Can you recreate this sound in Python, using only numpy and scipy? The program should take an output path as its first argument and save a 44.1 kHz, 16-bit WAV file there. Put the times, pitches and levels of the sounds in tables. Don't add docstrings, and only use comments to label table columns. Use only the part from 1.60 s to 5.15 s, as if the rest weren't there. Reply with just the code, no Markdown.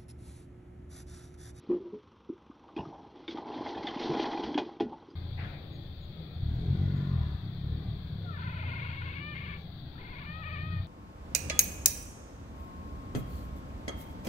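import sys
import numpy as np
from scipy import signal
from scipy.fft import rfft, irfft
from scipy.io import wavfile

SR = 44100
rng = np.random.default_rng(int(sys.argv[2]) if len(sys.argv) > 2 else 0)


def bounce(signal):
    frames = np.transpose(np.atleast_2d(signal))
    limited = np.clip(frames, -1, 1)
    pcm = np.round(limited * 32767).astype(np.int16)
    wavfile.write(sys.argv[1], SR, pcm)


N = 156555
T = np.arange(N) / SR
HIT_T = T[:SR // 2]


def undb(db):
    return 10 ** (np.asarray(db) / 20)


def unit(x):
    return x / np.sqrt(np.mean(x ** 2))


def colour(x, points, size=8192):
    hz, db = np.array(points, float).T
    freqs = np.maximum(np.fft.rfftfreq(size, 1 / SR), 1)
    gain = undb(np.interp(np.log(freqs), np.log(hz), db)) / (1 + (freqs / hz[-1] / 2) ** 2)
    cepstrum = irfft(np.log(gain))
    response = irfft(np.exp(rfft(2 * cepstrum[:size // 2], size)))
    return unit(signal.fftconvolve(x, response)[:N])


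def noise(points):
    return colour(rng.standard_normal(N), points)


def wander(hz):
    return unit(signal.sosfilt(signal.butter(2, hz, fs=SR, output="sos"), rng.standard_normal(N)))


def fade(t60):
    return np.exp(-np.log(1000) * HIT_T / t60)


def ring(hz, t60):
    return np.sin(2 * np.pi * hz * HIT_T) * fade(t60)


def contact(rise_s=0.0013):
    return 1 - np.exp(-(HIT_T / rise_s) ** 2)


def crack(hiss, t60):
    return np.roll(hiss, rng.integers(N))[:len(HIT_T)] * fade(t60)


def grains(per_s, spread_db):
    size = undb(spread_db * np.minimum(rng.exponential(size=N), 5))
    return (rng.random(N) < per_s / SR) * size * rng.choice([-1, 1], N)


def add(out, start, sound):
    i = max(int(start * SR), 0)
    out[i:i + len(sound)] += sound[:max(N - i, 0)]


# multiple of the firing rate, level in dB.
EXHAUST_HARMONICS = [(3, -76.5), (4, -82.5), (5, -81), (7, -76)]
# frequency in Hz, gain in dB.
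CLATTER_EQ = [(300, -15.5), (480, -1.5), (680, -19.5), (950, 1), (1250, -2), (1800, -17), (2600, -14),
              (3400, -12.5), (4700, -28.5), (5700, -20), (7000, -40), (8000, -50)]
RUMBLE_EQ = [(28, -41), (45, -8), (80, 0), (140, -8), (220, -3.5), (380, -9), (520, -10), (700, -28),
             (1000, -32)]

def engine(firing_hz=23.05, first_firing_s=0.04, burst_decay_s=0.0059):
    firings = (T - first_firing_s) * firing_hz
    burst = np.exp(-(firings % 1) / firing_hz / burst_decay_s)
    strength = undb(0.5 * rng.standard_normal(200))[np.floor(firings).astype(int) + 1]
    clatter, rumble = (0.67 + burst * strength) * rng.standard_normal((2, N))
    exhaust = sum(undb(db) * np.sqrt(2) * np.sin(2 * np.pi * (harmonic * firings + rng.random()))
                  for harmonic, db in EXHAUST_HARMONICS)
    return exhaust + undb(-66) * colour(clatter, CLATTER_EQ) + undb(-62) * colour(rumble, RUMBLE_EQ)


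# time in seconds, bed drumming in dB, rubble scraping in dB, grit hiss in dB.
FLOW_LEVELS = [(0, -57.5, -93, -70), (0.798, -71.5, -69.5, -85), (1.155, -58.5, -61.5, -72.5),
               (1.179, -39, -43, -81), (1.26, -52, -56, -67), (1.35, -51.5, -51, -72.5),
               (1.491, -60, -63, -72.5), (1.601, -48.5, -55, -66.5), (1.659, -63, -74, -68.5),
               (1.7, -43, -60, -56), (1.832, -42, -47.5, -61.5), (1.982, -43, -43.5, -54),
               (2.15, -40.5, -42, -54), (2.32, -44, -46, -51.5), (2.44, -39.5, -40, -45.5),
               (2.529, -32, -39.5, -47.5), (2.63, -37.5, -38.5, -45), (2.76, -37.5, -41, -49),
               (2.92, -38, -46, -51), (3.009, -37.5, -47.5, -58), (3.07, -46.5, -54, -60.5),
               (3.181, -54.5, -63, -68), (3.271, -47.5, -55, -70.5), (3.4, -55.5, -61.5, -70.5),
               (3.55, -60.5, -73, -71.5)]
# frequency in Hz, gain in dB.
DRUM_EQ = [(40, -35.5), (110, -22.5), (145, -12.5), (180, -13), (240, -2.5), (290, 0), (335, 4),
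           (390, -5.5), (450, -2.5), (520, -13.5), (900, -50.5)]
SCRAPE_EQ = [(350, -27), (600, -1), (700, 1.5), (760, 2), (815, 9), (900, 3), (1040, 1), (1250, -21.5),
             (1600, -17.5), (2400, -61)]
GRIT_EQ = [(900, 0.5), (1400, 0), (1830, -2), (1960, 3.5), (2250, -2.5), (2480, -5.5), (2850, -4.5),
           (3250, 5.5), (3800, -3), (4150, 1.5), (5200, -7), (5700, -7.5), (6900, -29.5), (7800, -51.5)]

def slide(clump_db=2.2, clump_hz=30):
    times, drum_db, scrape_db, grit_db = np.array(FLOW_LEVELS).T
    showers = [(drum_db, grains(per_s=500, spread_db=3), DRUM_EQ),
               (scrape_db, grains(per_s=1500, spread_db=-1), SCRAPE_EQ),
               (grit_db, grains(per_s=4400, spread_db=-1), GRIT_EQ)]
    out = np.zeros(N)
    for db, hits, eq in showers:
        clumped = hits * undb(clump_db * wander(clump_hz))
        out += undb(np.interp(T, times, db)) * colour(clumped, eq)
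    return out


# frequency in Hz, level in dB, time to fall 60 dB in seconds.
BED_MODES = [(421, -4, 0.13), (591, -10, 0.21), (693, -7.5, 0.14), (810.8, 4, 0.083), (994, -4, 0.029),
             (1448, -21, 0.22), (1950, -19.5, 0.15), (2467, -13.5, 0.086), (3266, -4, 0.044),
             (3455, -18.5, 0.055)]
# frequency in Hz, gain in dB.
CRACK_EQ = [(500, -1.5), (1000, 3.5), (1500, 10), (2500, 7), (3300, 12), (4500, 3.5), (5800, -4),
            (7000, -17.5), (7900, -41.5)]

def chunks(count=560, low_hz=750, high_hz=4200, longest_t60=0.056, rest_db=-71):
    out, onset, hiss = np.zeros(N), contact(), noise(CRACK_EQ)
    times, _, _, grit_db = np.array(FLOW_LEVELS).T
    steel_modes = np.array([undb(db - 2) * ring(hz, t60) for hz, db, t60 in BED_MODES])
    draws = rng.random((count, 4))
    spots = rng.standard_normal((count, len(BED_MODES)))
    for (when, pitch, softness, detune), spot in zip(draws, spots):
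        start = when * N / SR
        hz = low_hz * (high_hz / low_hz) ** pitch
        t60 = longest_t60 * (1 - pitch / 2)
        push_db = np.interp(start, times, grit_db) + 3.5 - 2.9 * np.log(softness + 0.03)
        click = ring(hz, t60) - ring(hz * (1 + 0.2 * detune), t60)
        crunch = undb(-7) * crack(hiss, t60)
        if push_db > rest_db:
            add(out, start, undb(push_db) * onset * (click + crunch + spot @ steel_modes) / 2)
    return out


# start in seconds, pitch in Hz, level in dB, time to fall 60 dB in seconds.
THUMPS = [(0.088, 229, -28.5, 0.12), (0.090, 350, -24.5, 0.02), (0.329, 217, -34.5, 0.086),
          (0.69, 337.6, -30.5, 0.13), (0.6976, 308, -13, 0.024), (.723, 371.6, -39.5, 0.12),
          (0.898, 274, -27, 0.027), (1.164, 315, -21.5, 0.048), (1.255, 330, -33.5, .06),
          (1.68, 333.6, -32, 0.12), (1.958, 282, -24.5, 0.049), (2.242, 299, -21.5, 0.042),
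          (2.361, 264, -22.5, 0.057), (2.492, 345, -18, 0.082), (2.493, 143.4, -32, 0.19),
          (2.567, 296, -14, 0.024), (2.595, 331, -22.5, 0.094), (2.886, 293, -21, 0.057),
          (2.952, 298, -14.5, 0.056), (2.978, 272, -25, 0.11), (3.023, 315, -27.5, 0.061),
          (3.205, 348, -10.5, 0.045), (3.208, 423, -26, 0.14), (3.217, 252.4, -26, 0.16),
          (3.228, 320, -15, 0.03), (3.261, 232.6, -29.5, 0.11), (3.484, 360, -30, 0.029)]

def thumps():
    out = np.zeros(N)
    for start, hz, db, t60 in THUMPS:
        add(out, start, undb(db) * ring(hz, t60) * contact(rise_s=0.0035))
    return out


# start in seconds, rise in seconds, length in seconds, pitch in Hz, level in dB.
GROANS = [(0.094, 0.014, 0.11, 354, -25), (0.194, 0.016, 0.049, 383.4, -41),
          (0.235, 0.021, 0.096, 349, -40.5), (0.322, 0.022, 0.073, 423, -40)]
# frequency in Hz, gain in dB.
RASP_EQ = [(80, -20), (200, 4.5), (300, 8.5), (480, 0.5), (750, -15.5), (1050, -10), (1400, -29.5),
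           (3000, -36), (6000, -49), (8000, -71)]

def groans(upper_hz=965, upper_db=-34.5, rasp_db=-9):
    out, rasp = np.zeros(N), undb(rasp_db) * noise(RASP_EQ)
    for start, rise, length, hz, db in GROANS:
        age = T - start
        attack = np.sin(np.pi / 2 * np.clip(age / rise, 0, 1))
        release = np.clip((length - age) / (length - rise), 0, 1) ** 1.07
        panel = np.sin(2 * np.pi * hz * age) + undb(upper_db) * np.sin(2 * np.pi * upper_hz * age)
        out += undb(db) * attack * release * (np.sqrt(2) * panel + rasp)
    return out


# start in seconds, pitch in Hz, level in dB.
CLACKS = [(.562, 1050, -57), (.912, 1178, -52), (1.041, 945, -49.5), (1.088, 1180, -48.5),
          (1.163, 2616, -43.5), (1.186, 2774, -44), (1.204, 2856, -48), (1.251, 1240, -43.5),
          (1.341, 892, -45), (1.678, 3630, -37), (1.679, 2284, -39), (1.708, 3420, -42.5),
          (1.772, 1182, -40), (1.783, 922, -34), (1.932, 746, -42), (1.939, 3720, -46.5),
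          (2.061, 2074, -41.5), (2.151, 3610, -47.5), (2.269, 3516, -32), (2.272, 1958, -36.5),
          (2.274, 735, -35), (2.284, 3154, -36), (2.34, 2090, -45), (2.435, 3650, -39.5),
          (2.73, 1974, -41.5), (2.835, 3170, -38.5), (2.942, 3330, -36.5), (3.091, 816, -39),
          (3.322, 824, -39), (3.329, 874, -35), (3.424, 845, -49), (3.502, 5010, -61)]
# ratio to its pitch, level in dB.
BRICK_MODES = [(0.631, -11.5), (0.937, -4.5), (1.001, -0.5), (1.282, -14.5)]

def clacks(t60=0.066, detune=0.016):
    out, hiss = np.zeros(N), noise(CRACK_EQ)
    for start, hz, db in CLACKS:
        brick = np.zeros(len(HIT_T))
        for ratio, mode_db in BRICK_MODES:
            polarity = rng.choice([-1, 1])
            mode_hz = hz * ratio * (1 + detune * rng.standard_normal())
            brick += undb(mode_db) * polarity * ring(mode_hz, t60)
        crunch = undb(-6) * min(hz / 3500, 1) ** 2 * crack(hiss, t60)
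        add(out, start, undb(db) * contact() * (brick + crunch))
    return out


# time in seconds, pitch in Hz, level in dB.
WHISTLE_PATH = [(1.151, 5190, -89), (1.181, 5200, -69), (1.278, 5600, -78.5), (1.45, 5720, -96)]

def whistle(flutter_hz=340):
    times, hz, db = np.array(WHISTLE_PATH).T
    level = np.interp(T, times, undb(db), left=0, right=0)
    phase = 2 * np.pi * np.cumsum(np.interp(T, times, hz)) / SR
    return level * wander(flutter_hz) * np.sqrt(2) * np.sin(phase)


# start in seconds, bed ring in dB, crack in dB.
STRIKES = [(1.164, -52, -51), (1.175, -41, -66), (1.772, -45.5, -50.5), (2.176, -37.5, -55),
           (2.412, -45, -41), (2.54, -34.5, -50), (2.594, -32, -38.5), (2.653, -36.5, -45.5),
           (2.976, -26.5, -32.5), (2.984, -28, -52), (2.997, -35, -60), (3.199, -38.5, -45),
           (3.205, -32, -44)]

def strikes(crack_t60=0.11):
    out, hiss = np.zeros(N), noise(CRACK_EQ)
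    steel = sum((-1) ** k * undb(db) * ring(hz, t60) for k, (hz, db, t60) in enumerate(BED_MODES))
    for start, ring_db, crack_db in STRIKES:
        hit = undb(ring_db) * steel + undb(crack_db) * crack(hiss, crack_t60)
        add(out, start, contact() * hit)
    return out


# start in seconds, level in dB, time to fall 60 dB in seconds.
SLUMPS = [(1.184, -37, 0.21), (1.259, -47, 0.37), (1.95, -50.5, 0.54), (2.161, -39.5, 0.19),
          (2.489, -52.5, 0.27), (2.819, -42.5, 0.29), (3.21, -51.5, 0.72)]
# frequency in Hz, gain in dB.
SLUMP_EQ = [(28, -32), (45, -8.5), (80, -0.5), (140, -1.5), (190, -0.5), (300, -21), (600, -48)]

def slumps(rise_s=0.018):
    level = np.zeros(N)
    for start, db, t60 in SLUMPS:
        age = np.maximum(T - start, 0)
        level += undb(db) * np.minimum(age / rise_s, 1) * np.exp(-np.log(1000) * age / t60)
    return level * noise(SLUMP_EQ)


# start in seconds, length in seconds, level in dB.
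SPRAYS = [(1.686, 0.057, -53), (2.049, 0.089, -53), (2.404, 0.11, -51.5), (2.591, 0.063, -46)]
# frequency in Hz, gain in dB.
SPRAY_EQ = [(1200, -13.5), (2200, -5), (3300, 6.5), (4200, 6), (6100, -4.5), (7000, -26), (7900, -42.5)]

def sprays():
    level = sum(undb(db) * np.sin(np.pi * np.clip((T - start) / length, 0, 1))
                for start, length, db in SPRAYS)
    return level * colour(grains(per_s=1800, spread_db=3), SPRAY_EQ)


def wall_echo(x, echo_db=-18.5, t60=0.13, delay_s=0.018):
    reflections = rng.standard_normal(len(HIT_T)) * (rng.random(len(HIT_T)) < 0.02)
    tail = reflections * fade(t60) * (HIT_T > delay_s)
    tail /= np.sqrt(np.sum(tail ** 2))
    return x + undb(echo_db) * signal.fftconvolve(x, tail)[:N]


def scene():
    load = slide() + sprays() + chunks() + whistle() + groans() + thumps() + strikes() + clacks()
    mono = engine() + slumps() + wall_echo(load)
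    return np.array([mono, mono])


def record(dry):
    return signal.sosfilt(signal.ellip(8, 0.2, 60, 13000, fs=SR, output="sos"), dry)


dry = scene()
out = record(dry)
bounce(out)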